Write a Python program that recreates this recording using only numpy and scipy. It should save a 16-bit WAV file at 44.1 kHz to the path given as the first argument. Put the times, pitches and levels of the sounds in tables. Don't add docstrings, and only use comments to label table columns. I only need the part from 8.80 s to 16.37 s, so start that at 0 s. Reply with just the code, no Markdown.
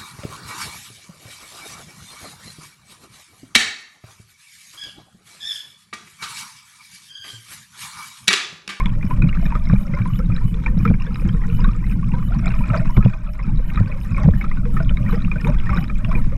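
import sys
import numpy as np
from scipy import signal
from scipy.fft import rfft
from scipy.io import wavfile
from scipy.ndimage import uniform_filter1d

SR = 44100
rng = np.random.default_rng(int(sys.argv[2]) if len(sys.argv) > 2 else 0)


def generate_wav(sig):
    pcm = np.round(np.clip(np.atleast_2d(sig).T, -1, 1) * 32767).astype(np.int16)
    wavfile.write(sys.argv[1], SR, pcm)


def ratio_of_db(decibels):
    return 10 ** (np.asarray(decibels, float) / 20)


N = 333837
TIME = np.arange(N) / SR

# (time [s], peak level [dB], pitch [Hz])
JERKS = [(0.247, -10.5, 199), (0.388, -10.5, 110.6), (0.44, -6, 171), (0.581, -14, 164),
         (0.751, -15, 134.5), (0.9, -7.5, 157), (0.928, -1.5, 124), (1.135, -9.5, 163), (1.326, -10.5, 123),
         (1.391, -14.5, 175), (1.49, -6.5, 113), (1.97, -6, 172), (2.101, -22, 73), (2.105, -2, 194),
         (2.728, -16, 113), (2.83, -11, 187), (2.881, -11, 193), (3.562, -10.5, 142.6), (3.791, -10.5, 132),
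         (3.909, -10.5, 185), (3.96, -12, 180), (4.0, -12, 160), (0.06, -13, 190), (6.45, -13, 110),
         (4.174, -2.5, 127), (4.253, 0, 122), (4.999, -4, 102.3), (5.313, -10, 100), (5.452, -2.5, 150.1),
         (5.48, 1, 173.3), (6.068, -14, 113), (6.203, -12, 124.5), (6.641, -10, 139), (6.898, -12.5, 116),
         (0.33, -14, 120), (1.203, -8, 118.3), (1.714, -15, 113), (1.861, -19, 100), (2.339, -25, 138),
         (2.451, -8.5, 174), (2.539, -12, 161), (3.331, -12, 151.4), (4.682, -15.5, 197), (6.004, -14, 167),
         (6.255, -15.5, 112), (6.325, -17, 174), (6.56, -15.5, 155), (6.69, -8, 150), (6.982, -11.5, 169),
         (7.285, -13.5, 174), (7.352, -19, 108)]
# (pitch [Hz], width [Hz], level [dB])
SHELL = [(340.5, 35, 6.5), (474.7, 53, -1.5), (590, 170, -19), (797, 47, -6.5), (1008, 213, -3),
         (1314, 250, -1), (1523, 189, -2), (1887, 159, -5.5), (2150, 139, -5.5), (2422, 157, -5),
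         (3420, 450, -25), (3830, 304, -22.5), (5220, 400, -25.5), (7050, 2800, -29.5), (10700, 33000, -35)]
# (time [s], level [dB])
FAR = [
    (0.0, -77.5),
    (0.82, -75),
    (1.75, -76),
    (4.24, -75),
    (4.321, -81),
    (4.45, -85),
    (5.2, -76),
    (7.57, -75),
]


def rms_one(x):
    return x / np.sqrt(np.mean(x ** 2) + 1e-20)


def in_time(rows):
    s, *columns = np.transpose(rows)
    return [np.interp(TIME, s, column) for column in columns]


def drift(rate_hz):
    r = np.exp(-80 * np.pi * rate_hz / SR)
    noise = rng.standard_normal(N // 40 + 2002)
    slow = signal.lfilter([1], [1, -2 * r, r * r], noise)[2000:]
    return np.interp(np.arange(N) / 40, np.arange(len(slow)), rms_one(slow - slow.mean()))


def band(x, low_hz, high_hz):
    return signal.sosfilt(signal.butter(2, [low_hz, high_hz], "band", fs=SR, output="sos"), x)


def resonance(hz, width_hz):
    r = np.exp(-np.pi * width_hz / SR)
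    return (1 - r * r) / 2 * np.array([1, 0, -1]), [1, -2 * r * np.cos(2 * np.pi * hz / SR), r * r]


def body(x, modes):
    out = 0
    for k, (hz, width_hz, db) in enumerate(modes):
        out = out + (-1) ** k * ratio_of_db(db) * signal.lfilter(*resonance(hz, width_hz), x)
    return out


def shell_gain(hz):
    click = np.zeros(4096)
    click[0] = 1
    power = uniform_filter1d(np.abs(rfft(body(click, SHELL))) ** 2, size=15)
    return np.sqrt(np.interp(hz, np.arange(len(power)) * SR / 4096, power))


def add_ring(out, s, height, hz, t60_s, rise_cycles, glide):
    t = np.arange(int((t60_s + rise_cycles / hz) * SR)) / SR
    shape = (1 - np.exp(-t * hz / rise_cycles)) ** 2 * ratio_of_db(-60 * t / t60_s)
    wave = shape / shape.max() * np.sin(2 * np.pi * hz * t * (1 + glide * t / t60_s))
    i = int(s * SR)
    out[i:i + len(t)] += height * wave[:N - i]


def dying_noise(events, t60_s):
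    kicks = np.zeros(N)
    np.add.at(kicks, [int(row[0] * SR) for row in events], ratio_of_db(2 * np.array(events)[:, 1]))
    power = signal.lfilter([1], [1, -ratio_of_db(-120 / (t60_s * SR))], kicks)
    return np.sqrt(power) * rng.standard_normal(N)


def crowd(per_s, spread_db, low_hz, high_hz, width, clumps, count):
    sizes = ratio_of_db(spread_db * np.minimum(rng.exponential(1, N), 4)) * rng.choice([-1, 1], N)
    born = rng.random(N) < per_s * clumps / SR
    dealt = rng.integers(0, count, N)
    rings = 0
    for k, hz in enumerate(np.geomspace(low_hz, high_hz, count)):
        struck = sizes * born * (dealt == k) + 1e-18
        soft = signal.lfilter(*resonance(hz, 0.12 * hz), struck)
        rings = rings + signal.lfilter(*resonance(hz, width * hz), soft) / hz ** .5
    return rms_one(rings)


def swells(events, calm_db, rise_db_s, fall_db_s):
    power = ratio_of_db(2 * calm_db)
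    for s, peak_db in events:
        below_db = np.maximum(rise_db_s * (s - TIME), fall_db_s * (TIME - s))
        power = power + ratio_of_db(2 * (peak_db - below_db))
    return 10 * np.log10(power)


def far_hiss(level_db):
    # (pitch [Hz], density [dB per Hz])
    spectrum = [(2500, -4.5), (3200, -14), (4200, -16), (5200, -11), (6500, -18), (9000, -15), (12500, -22),
                (15200, -20)]
    hz, db = np.transpose(spectrum)
    edges_hz = 2500 * 2 ** np.arange(0, 2.8, 1 / 3)
    white = rng.standard_normal((2, N))
    out = np.zeros(N)
    for k, (low_hz, high_hz) in enumerate(zip(edges_hz, edges_hz[1:])):
        band_db = np.interp(np.log(low_hz * high_hz) / 2, np.log(hz), db) + 1.2 * drift(8)
        out += ratio_of_db(band_db) * band(white[k % 2], low_hz, high_hz)
    return ratio_of_db(level_db + 5.0) * out / np.std(band(out, 8900, 14600))


def pump(far_db):
    strokes_s = [0.31, 0.655, 1.012, 1.367, 1.694, 2.04, 2.407, 2.755, 3.112, 3.462, 3.804, 4.168, 4.532,
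                 4.888, 5.24, 5.595, 5.959, 6.317, 6.662, 7.004, 7.389]
    # (pitch [Hz], width [Hz], level out [dB], level back [dB])
    valves = [
        (2980, 25, 2, 6),
        (6980, 70, -12, -11),
        (9810, 90, -5, -5),
        (12030, 70, -6, -9),
        (12770, 150, -1, -4),
        (13070, 50, -3, 0),
        (14570, 90, -22, -10),
    ]
    whistle_db, breath_db, spread_db = (13.5, 15), 14, 1.1
    tones = []
    for hz, width_hz, *_ in valves:
        leak = band(rng.standard_normal(N), .9 * hz, 1.1 * hz)
        tones.append(rms_one(signal.lfilter(*resonance(hz, width_hz), leak)))
    breath = rms_one(band(rng.standard_normal(N), 8400, 9700))
    spray = rms_one(band(rng.standard_normal(N), 8600, 18000))
    luck = ratio_of_db(spread_db * rng.standard_normal(len(strokes_s)))
    out = np.zeros(N)
    for k, s in enumerate(strokes_s):
        back = k % 2
        span = slice(int((s - .12) * SR), min(N, int((s + .12) * SR)))
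        stroke_db = np.interp(TIME[span] - s, [-.105, -.075, -.04, -.017, .013, .035, .07],
                              [-40, -12, -8, 0, 0, -8, -35])
        whistle = ratio_of_db(-6) * spray[span]
        for valve, tone in zip(valves, tones):
            whistle = whistle + ratio_of_db(valve[2 + back]) * tone[span]
        leak = luck[k] * ratio_of_db(whistle_db[back]) * whistle
        if not back:
            leak = leak + ratio_of_db(breath_db) * breath[span]
        out[span] += ratio_of_db(stroke_db) * leak
    return ratio_of_db(far_db) * out


def pocket(surge_db):
    # (time [s], pitch [Hz])
    pitch = [
        (0, 540),
        (.5, 600),
        (1.1, 620),
        (1.35, 478),
        (3.4, 480),
        (3.55, 600),
        (7.57, 560),
    ]
    level_db, width_hz = -56, 39
    hz = in_time(pitch)[0]
    low_pass = signal.butter(2, width_hz, fs=SR, output="sos")
    sway = signal.sosfilt(low_pass, rng.standard_normal((2, N)))
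    turn = 2 * np.pi * np.cumsum(hz * (1 + .06 * drift(5))) / SR
    murmur = rms_one(sway[0] * np.cos(turn) + sway[1] * np.sin(turn))
    return ratio_of_db(level_db + 0.9 * (surge_db + 44.5) + 5.0 * drift(11.0)) * murmur


def slosh(level_db):
    slaps_per_s, slap_db, slap_t60_s, spray_db = 24, -1.5, 0.046, -44.5
    clumps = ratio_of_db(3 * drift(25))
    larger = crowd(700, 3.9, 620, 3000, .04, clumps, count=20)
    wash = rms_one(band(rng.standard_normal(N), 170, 5600)) * clumps ** .5
    when, size = rng.uniform(0, 1, (2, 200))[:, :int(slaps_per_s * N / SR)]
    slap_events = np.transpose([when * (N - 1) / SR, 14 * size])
    slaps = band(dying_noise(slap_events, slap_t60_s), 370, 7000)
    surge = larger + ratio_of_db(-11.5) * wash + ratio_of_db(slap_db) * rms_one(slaps)
    surge = ratio_of_db(level_db - 4.0) * surge / np.std(band(body(surge, SHELL), 690, 2800))
    fizz = crowd(300, 3.6, 3100, 12500, .035, clumps, count=16)
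    grit = crowd(70, 4.0, 2800, 7500, .3, clumps, count=6)
    spray = rms_one(band(slaps + rms_one(wash) * np.std(slaps), 2340, 8400))
    fine = ratio_of_db(-35.5) * fizz + ratio_of_db(-37.5) * grit + ratio_of_db(spray_db) * spray
    return surge + ratio_of_db(0.49 * (level_db + 46)) * fine


def clear_bubbles():
    strays = [(0.0022, -21, 1036), (0.00207, -25, 2140), (.528, -25.5, 2070), (3.668, -19.5, 2290),
              (3.68, -29, 3880), (3.739, -29.5, 2370), (5.345, -27.5, 2360), (6.9, -28, 2170),
              (6.868, -27.5, 1780), (1.5, -31, 1240), (1.4, -30, 1300), (1.612, -35.5, 950),
              (1.3, -34, 1160), (1.862, -29.5, 890), (2.2, -35.5, 2720), (3.425, -30.5, 1170),
              (4.205, -24.5, 1260), (4.685, -39.5, 840), (5.396, -36, 616), (5.715, -30, 1180),
              (6.478, -32.5, 1170), (2.205, -35.5, 1050), (2.1, -31, 1500), (2.545, -34.5, 1300),
              (3.738, -31, 1200), (2.79, -30.5, 953), (2.949, -35, 1220), (7.248, -31, 1500),
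              (2, -36, 2400), (2.636, -32, 1900), (4.9, -35, 2100), (4.6, -36, 2100), (4.335, -33, 2400),
              (4.595, -31.5, 1050), (3.548, -31, 1000), (3.805, -30, 950), (5.77, -33, 1470),
              (2.846, -23.5, 1080), (1.255, -34, 2260), (1.74, -39, 2370), (.488, -30.5, 1240),
              (7.097, -30, 1250), (7.155, -35, 2400), (2.45, -32, 330), (3.335, -30, 520),
              (7.351, -34, 478), (7.519, -26.5, 542), (6.983, -34.5, 714)]
    # (time [s], peak level [dB], pitch [Hz])
    glugs = [(2.68, -32.5, 444), (0.625, -33.5, 656), (0.752, -31.5, 580), (1.136, -23.5, 560),
             (1.389, -26, 518), (2.05, -26.5, 460), (2.417, -28, 524), (2.54, -33.5, 444),
             (3.932, -22, 643), (4.012, -30, 624), (4.166, -19.5, 396), (4.791, -31.5, 510),
             (3.505, -37, 680), (5.481, -29, 450), (5.852, -28.5, 481), (6.001, -26.5, 645),
             (6.105, -29.5, 573), (6.327, -20.5, 450), (6.557, -30, 590), (7.287, -35, 610)]
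    # (time [s], peak level [dB], pitch [Hz])
    blips = [(0.307, -20.5, 980), (0.418, -30, 1430), (0.721, -25, 908), (0.751, -21, 1210),
             (0.898, -26.5, 1100), (1.135, -31, 1360), (1.171, -26.5, 1017), (1.256, -25.5, 987),
             (2.052, -12.5, 1258), (2.139, -31, 1590), (2.357, -29, 1224), (2.841, -21.5, 1450),
             (3.228, -31.5, 1110), (3.336, -27, 940), (3.519, -29, 1365), (3.656, -27, 1380),
             (3.9, -25, 1310), (3.942, -19.5, 1320), (4.174, -22, 1016), (4.973, -21.5, 1216),
             (5.536, -29, 1700), (5.641, -22, 1254), (5.966, -21.5, 1273), (6.001, -23.5, 1420),
             (6.295, -25, 1190), (6.669, -21, 905), (6.892, -20, 1285), (6.929, -20, 1140),
             (6.973, -20, 1470), (7.313, -23, 1106)]
    # (time [s], peak level [dB], pitch [Hz])
    plinks = [(0.0581, -30, 2300), (0.21, -39, 2000), (0.4207, -20, 2480), (0.4928, -28.5, 2810),
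              (0.9283, -29, 2290), (1.136, -29, 2030), (1.216, -33, 2270), (1.8612, -16.5, 2280),
              (2.0762, -21.5, 2304), (2.139, -29, 2150), (3.04, -34, 1990), (3.8372, -29.5, 2390),
              (3.901, -26, 2280), (4.165, -27.5, 2150), (4.226, -25, 2435), (4.282, -33, 2480),
              (4.591, -32.5, 2030), (5.117, -29, 2495), (5.6113, -24, 2170), (5.7131, -27.5, 1980),
              (5.969, -28.5, 1790), (6.093, -30.5, 2970), (6.171, -28, 2150), (6.448, -27, 2640),
              (6.5147, -19.5, 2420), (6.5824, -32, 2380), (6.646, -20, 2384), (7.098, -29, 2320),
              (7.2473, -26.5, 2700), (7.351, -21.5, 2390)]
    # (time [s], peak level [dB], pitch [Hz])
    ticks = [(0.0583, -22.5, 3380), (0.487, -36, 3900), (0.6622, -36, 3640), (0.8544, -38, 3900),
             (0.9373, -39.5, 3730), (1.5638, -31, 3860), (1.7427, -37, 3370), (2.2667, -40, 3427),
             (2.357, -36, 3730), (2.4907, -35.5, 3100), (2.8434, -31.5, 3650), (3.6581, -37.5, 3420),
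             (4.1695, -38, 3420), (4.2476, -37.5, 3300), (4.958, -33.5, 3830), (4.774, -40.5, 3780),
             (6.1703, -36.5, 3700), (6.4205, -35.5, 3830), (6.6707, -36.5, 3570), (6.786, -38, 3320),
             (6.9706, -32.5, 3700), (7.2469, -39, 3370)]
    # (time [s], peak level [dB], pitch [Hz])
    pricks = [(0.8894, -38.5, 5400), (1.068, -40, 5200), (1.276, -41.5, 9900), (1.391, -35.5, 5330),
              (1.5472, -40, 5070), (1.9896, -40, 5400), (2.223, -37.5, 5120), (2.344, -40, 5000),
              (2.807, -39.5, 4940), (2.965, -43, 7240), (3.5876, -42, 5750), (3.66, -35, 7160),
              (3.975, -33, 4550), (5.001, -41, 4330), (6.031, -41, 4980), (6.3583, -41.5, 4840),
              (6.613, -38, 5030), (6.905, -39.5, 5200), (6.946, -36, 5180), (7.04, -40, 4950)]
    # (time [s], peak level [dB], pitch [Hz])
    burbles = [(0.06, -30, 972), (0.2277, -27, 2340), (0.441, -29, 2400), (0.4723, -33, 2180),
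               (0.545, -33.5, 2570), (0.571, -31, 1580), (0.655, -30, 1740), (0.6624, -29, 2390.0),
               (0.87, -34, 2095.0), (0.897, -27, 1600), (0.96, -33, 2310), (1.3358, -36, 2870),
               (1.579, -34, 1730), (1.519, -32, 2370), (2.22, -33, 2690), (2.265, -30.5, 1580),
               (2.357, -40, 2800), (2.397, -33, 2540), (2.4929, -32, 1440), (2.6161, -34.5, 1950),
               (2.7007, -36, 2760), (2.8026, -37, 2830), (2.888, -27, 1166), (3.1127, -32, 2570),
               (3.319, -36, 2680), (3.677, -28.3, 1261.0), (3.7056, -34, 2130), (3.7055, -32.5, 2700),
               (4.49, -39.5, 2560), (3.9042, -36, 2740), (3.9743, -31, 2347.0), (3.994, -31, 1760),
               (4.074, -37, 2600), (4.0944, -29.5, 940), (4.1654, -32, 676), (4.171, -25, 1360),
               (4.2511, -32, 2764.0), (4.974, -30, 2360), (5.1225, -30.5, 2190), (5.3131, -37, 2560),
               (5.365, -28, 2190), (5.371, -30, 2457.0), (5.38, -25, 1092), (5.4329, -31.5, 796),
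               (5.4344, -32, 1930.0), (5.093, -34, 594), (5.608, -33, 1670), (1.878, -29, 1790),
               (6.095, -28.5, 2900), (6.1056, -30.5, 1400), (6.2623, -29.5, 1870), (6.343, -32, 1800),
               (6.5564, -28, 1481.0), (6.7177, -37, 1480), (6.801, -35, 2848.0), (6.9528, -28, 2300),
               (6.9824, -25.5, 1920), (7.0259, -28.5, 2457.0), (7.1, -32.5, 1650)]
    # (time [s], peak level [dB], pitch [Hz])
    crackle = [(0.0943, -43, 3160), (0.4223, -38, 3820), (0.655, -41, 5300), (0.8613, -45.5, 5047.0),
               (1.151, -41, 4800), (1.357, -41.5, 3430), (1.9771, -42, 3800), (2.078, -44, 3180),
               (2.4775, -45, 6263.0), (2.7693, -46, 5086.0), (2.878, -42, 10000), (3.0659, -42, 3900),
               (3.546, -44, 4286.0), (4.637, -42.5, 5230), (3.6589, -44, 4900), (3.69, -41, 5256.0),
               (3.955, -43.5, 6068.0), (4.1066, -39, 5345.0), (5.082, -46, 4450), (4.535, -42.5, 5300),
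               (5.4326, -43, 4700), (5.4335, -41, 5900), (6.3097, -39, 3930), (6.6767, -39, 6263.0),
               (6.7, -37, 5427.0), (6.8, -36.5, 3049.0), (6.9713, -45, 5198.0), (7.005, -40, 3793.0),
               (7.0415, -36, 2960), (7.0798, -38, 3830), (7.186, -41, 7200)]
    # (time [s], pitch [Hz], level [dB])
    gurgle = [
        (6.648, 388, -23),
        (6.664, 510, -27),
        (6.68, 563, -22),
        (6.696, 600, -18.5),
        (6.71, 590, -37),
        (6.724, 610, -37),
        (6.74, 690, -66),
    ]

    breaking = glugs + blips + plinks + burbles
    splash = ratio_of_db(4.5) * dying_noise(breaking + strays, t60_s=0.061)
    splash = splash + ratio_of_db(-20.5) * dying_noise(JERKS, t60_s=0.058)
    splash = splash + ratio_of_db(12) * dying_noise(breaking, t60_s=0.0051)
    fine_splash = dying_noise(ticks + pricks + crackle, t60_s=0.0061)
    out = band(splash, 290, 5200) + ratio_of_db(26.0) * band(fine_splash, 1700, 9000)
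    for bubbles, cycles in ((strays, 30), (glugs, 24), (blips, 26), (plinks, 42), (ticks, 36), (pricks, 40),
                            (burbles, 28), (crackle, 30)):
        luck = rng.uniform(0.417, 2.43, (len(bubbles), 3))
        for (s, peak_db, hz), (long, slide, later) in zip(bubbles, luck):
            height = ratio_of_db(peak_db + 1.0) / shell_gain(hz)
            t60_s = long * cycles / max(hz, 600)
            add_ring(out, s - .0015, height, hz, t60_s, 2.2, 0.039 * slide)
            add_ring(out, s + later * 12 / hz, height * ratio_of_db(-12.0), hz * (.9 + 0.116 * slide), t60_s, 2.2, .05)
    hz, level_db = in_time(gurgle)
    sounding = (TIME > gurgle[0][0]) & (TIME < gurgle[-1][0])
    return out + sounding * ratio_of_db(level_db) / shell_gain(hz) * np.sin(2 * np.pi * np.cumsum(hz) / SR)


def buffeting(level_db):
    # (time [s], peak level [dB], pitch [Hz])
    shoves = [(0.364, -10, 32.5), (0.79, -14, 56.5), (0.962, -7.5, 32.3), (1.518, -14, 52.5),
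              (2.448, -12, 65), (2.647, -20, 53.8), (4.168, -10, 40.8), (4.761, -8, 32.3),
              (4.963, -12, 62.5), (6.109, -13, 38), (6.452, -11, 35.2), (6.903, -10, 59.2)]
    heave = band(rng.standard_normal(N + SR), 11, 19)[SR:]
    push = band(rng.standard_normal(N + SR), 25, 47)[SR:] * ratio_of_db(1.2 * drift(12))
    out = ratio_of_db(level_db) * (rms_one(heave) * ratio_of_db(-1) + rms_one(push) * ratio_of_db(-2.0))
    for s, peak_db, hz in shoves:
        add_ring(out, s, ratio_of_db(peak_db - 2.5), hz, 5.8 / hz, rise_cycles=0.47, glide=-0.05)
    return out


def shaking(level_db):
    # (pitch [Hz], width [Hz], level [dB])
    sway_modes = [
        (113, 19.9, -1.5),
        (163, 38, 0),
        (187, 61.2, -2),
    ]
    eddies = rng.standard_normal(N) * ratio_of_db(3.22 * drift(26.4))
    out = ratio_of_db(level_db - 0.48) * rms_one(band(body(eddies, sway_modes), 72, 230.0))
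    for s, peak_db, hz in JERKS:
        other_hz = 0.467 * hz if hz > 150 else 1.575 * hz
        add_ring(out, s - .004, ratio_of_db(peak_db - 1.5), hz, 12 / hz, rise_cycles=0.52, glide=-0.042)
        add_ring(out, s + 0.0047, ratio_of_db(peak_db - 8.5), other_hz, .1, rise_cycles=0.54, glide=-0.01)
        add_ring(out, s + 0.00726, ratio_of_db(2.6 * peak_db - 14), 640, .016, rise_cycles=0.3, glide=-0.73)
    return out


def scene():
    # (time [s], level
    # [dB])
    tow = [(0.0, -18), (0.21, -21), (0.6, -18.5), (0.94, -17), (1.02, -18.5), (1.12, -23), (1.9, -16),
           (2.3, -17.5), (2.64, -17.5), (3.67, -16.5), (3.87, -18.5), (4.18, -14.5), (4.38, -27),
           (4.74, -21.5), (5.13, -22.5), (5.47, -16.5), (7.0, -18), (7.57, -15.5)]
    # (time [s], level [dB])
    shudders = [(0.1, -18.5), (0.43, -14.5), (0.65, -19), (0.94, -40), (1.22, -21), (1.53, -19),
                (2.12, -14.5), (2.45, -19.5), (2.78, -18.5), (3.2, -19.5), (3.65, -18.5), (4.02, -20),
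                (4.25, -35), (4.74, -23), (5.01, -17), (5.45, -18.5), (5.9, -18.5), (6.33, -17),
                (6.68, -20), (7.03, -21), (7.35, -21)]
    # (time [s], level [dB])
    surges = [(0.0, -31.5), (0.31, -40), (0.54, -38), (0.72, -38.5), (0.94, -38.5), (1.06, -46), (1.2, -38),
              (1.57, -41.5), (1.88, -41), (2.04, -45), (2.28, -41), (2.48, -39.5), (2.65, -38),
              (2.83, -35.5), (3.07, -37), (3.35, -38.5), (3.55, -39), (3.68, -31), (3.95, -26.5),
              (4.24, -33), (4.33, -40.5), (4.5, -43.5), (4.62, -38.5), (4.97, -33), (5.12, -39.5),
              (5.38, -32.5), (5.64, -37.5), (5.98, -39), (6.31, -31), (6.68, -32), (6.93, -29), (7.35, -34)]
    buffet_db, far_db = in_time(tow)[0], in_time(FAR)[0]
    shake_db = swells(shudders, buffet_db - 8.5, rise_db_s=85.5, fall_db_s=111)
    surge_db = swells(surges, .5 * far_db - 8, rise_db_s=126, fall_db_s=132)
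    outside = clear_bubbles() + slosh(surge_db)
    motion = buffeting(buffet_db) + shaking(shake_db)
    duck_from, duck_db, duck_s = .55, 120, .035
    hold = np.exp(-1 / (duck_s * SR))
    excess = signal.lfilter([1 - hold], [1, -hold], np.maximum(np.abs(motion) - duck_from, 0))
    heard = ratio_of_db(-duck_db * excess) * body(outside, SHELL)
    mix = motion + heard + far_hiss(far_db) + pump(far_db) + pocket(surge_db)
    dip = signal.lfilter(*resonance(400, 60), mix)
    return (mix - 0.81 * dip)[None]


def treble_gate(x, edge_db, slope_db_khz, mood_db, chance_db):
    size, width_hz = 1536, 280
    hz, _, frames = signal.stft(np.pad(x, (0, 3072), "reflect"), SR, nperseg=size)
    count = frames.shape[-1]
    gain_db = np.interp(np.arange(count) * (size // 2) / SR, *np.transpose(FAR)) - FAR[2][1]
    mood = gain_db + mood_db * rng.standard_normal(count)
    frames[hz > 15400] = 0
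    for low_hz in np.arange(10400, 16000, width_hz):
        rows = (hz >= low_hz) & (hz < low_hz + width_hz)
        level_db = 10 * np.log10(np.mean(np.abs(frames[rows]) ** 2, axis=0) + 1e-20)
        need_db = edge_db + slope_db_khz * (low_hz - 14000) / 1000 + mood
        need_db = need_db + chance_db * rng.standard_normal(count)
        frames[rows] *= np.where(level_db > need_db, 1, ratio_of_db(-28))
    return signal.istft(frames, SR, nperseg=size)[1][:N]


def band_limit(x):
    return signal.sosfilt(signal.butter(12, 15180, fs=SR, output="sos"), x)


def record(dry):
    held = dry / (1 + np.abs(dry / .95) ** 6) ** (1 / 6)
    held = held * np.minimum(1, (TIME[-1] - TIME) / .004)
    gated = treble_gate(held[0], edge_db=-99.8, slope_db_khz=4.2, mood_db=3, chance_db=4)
    return band_limit(gated[None])


dry = scene()
out = record(dry)
generate_wav(out)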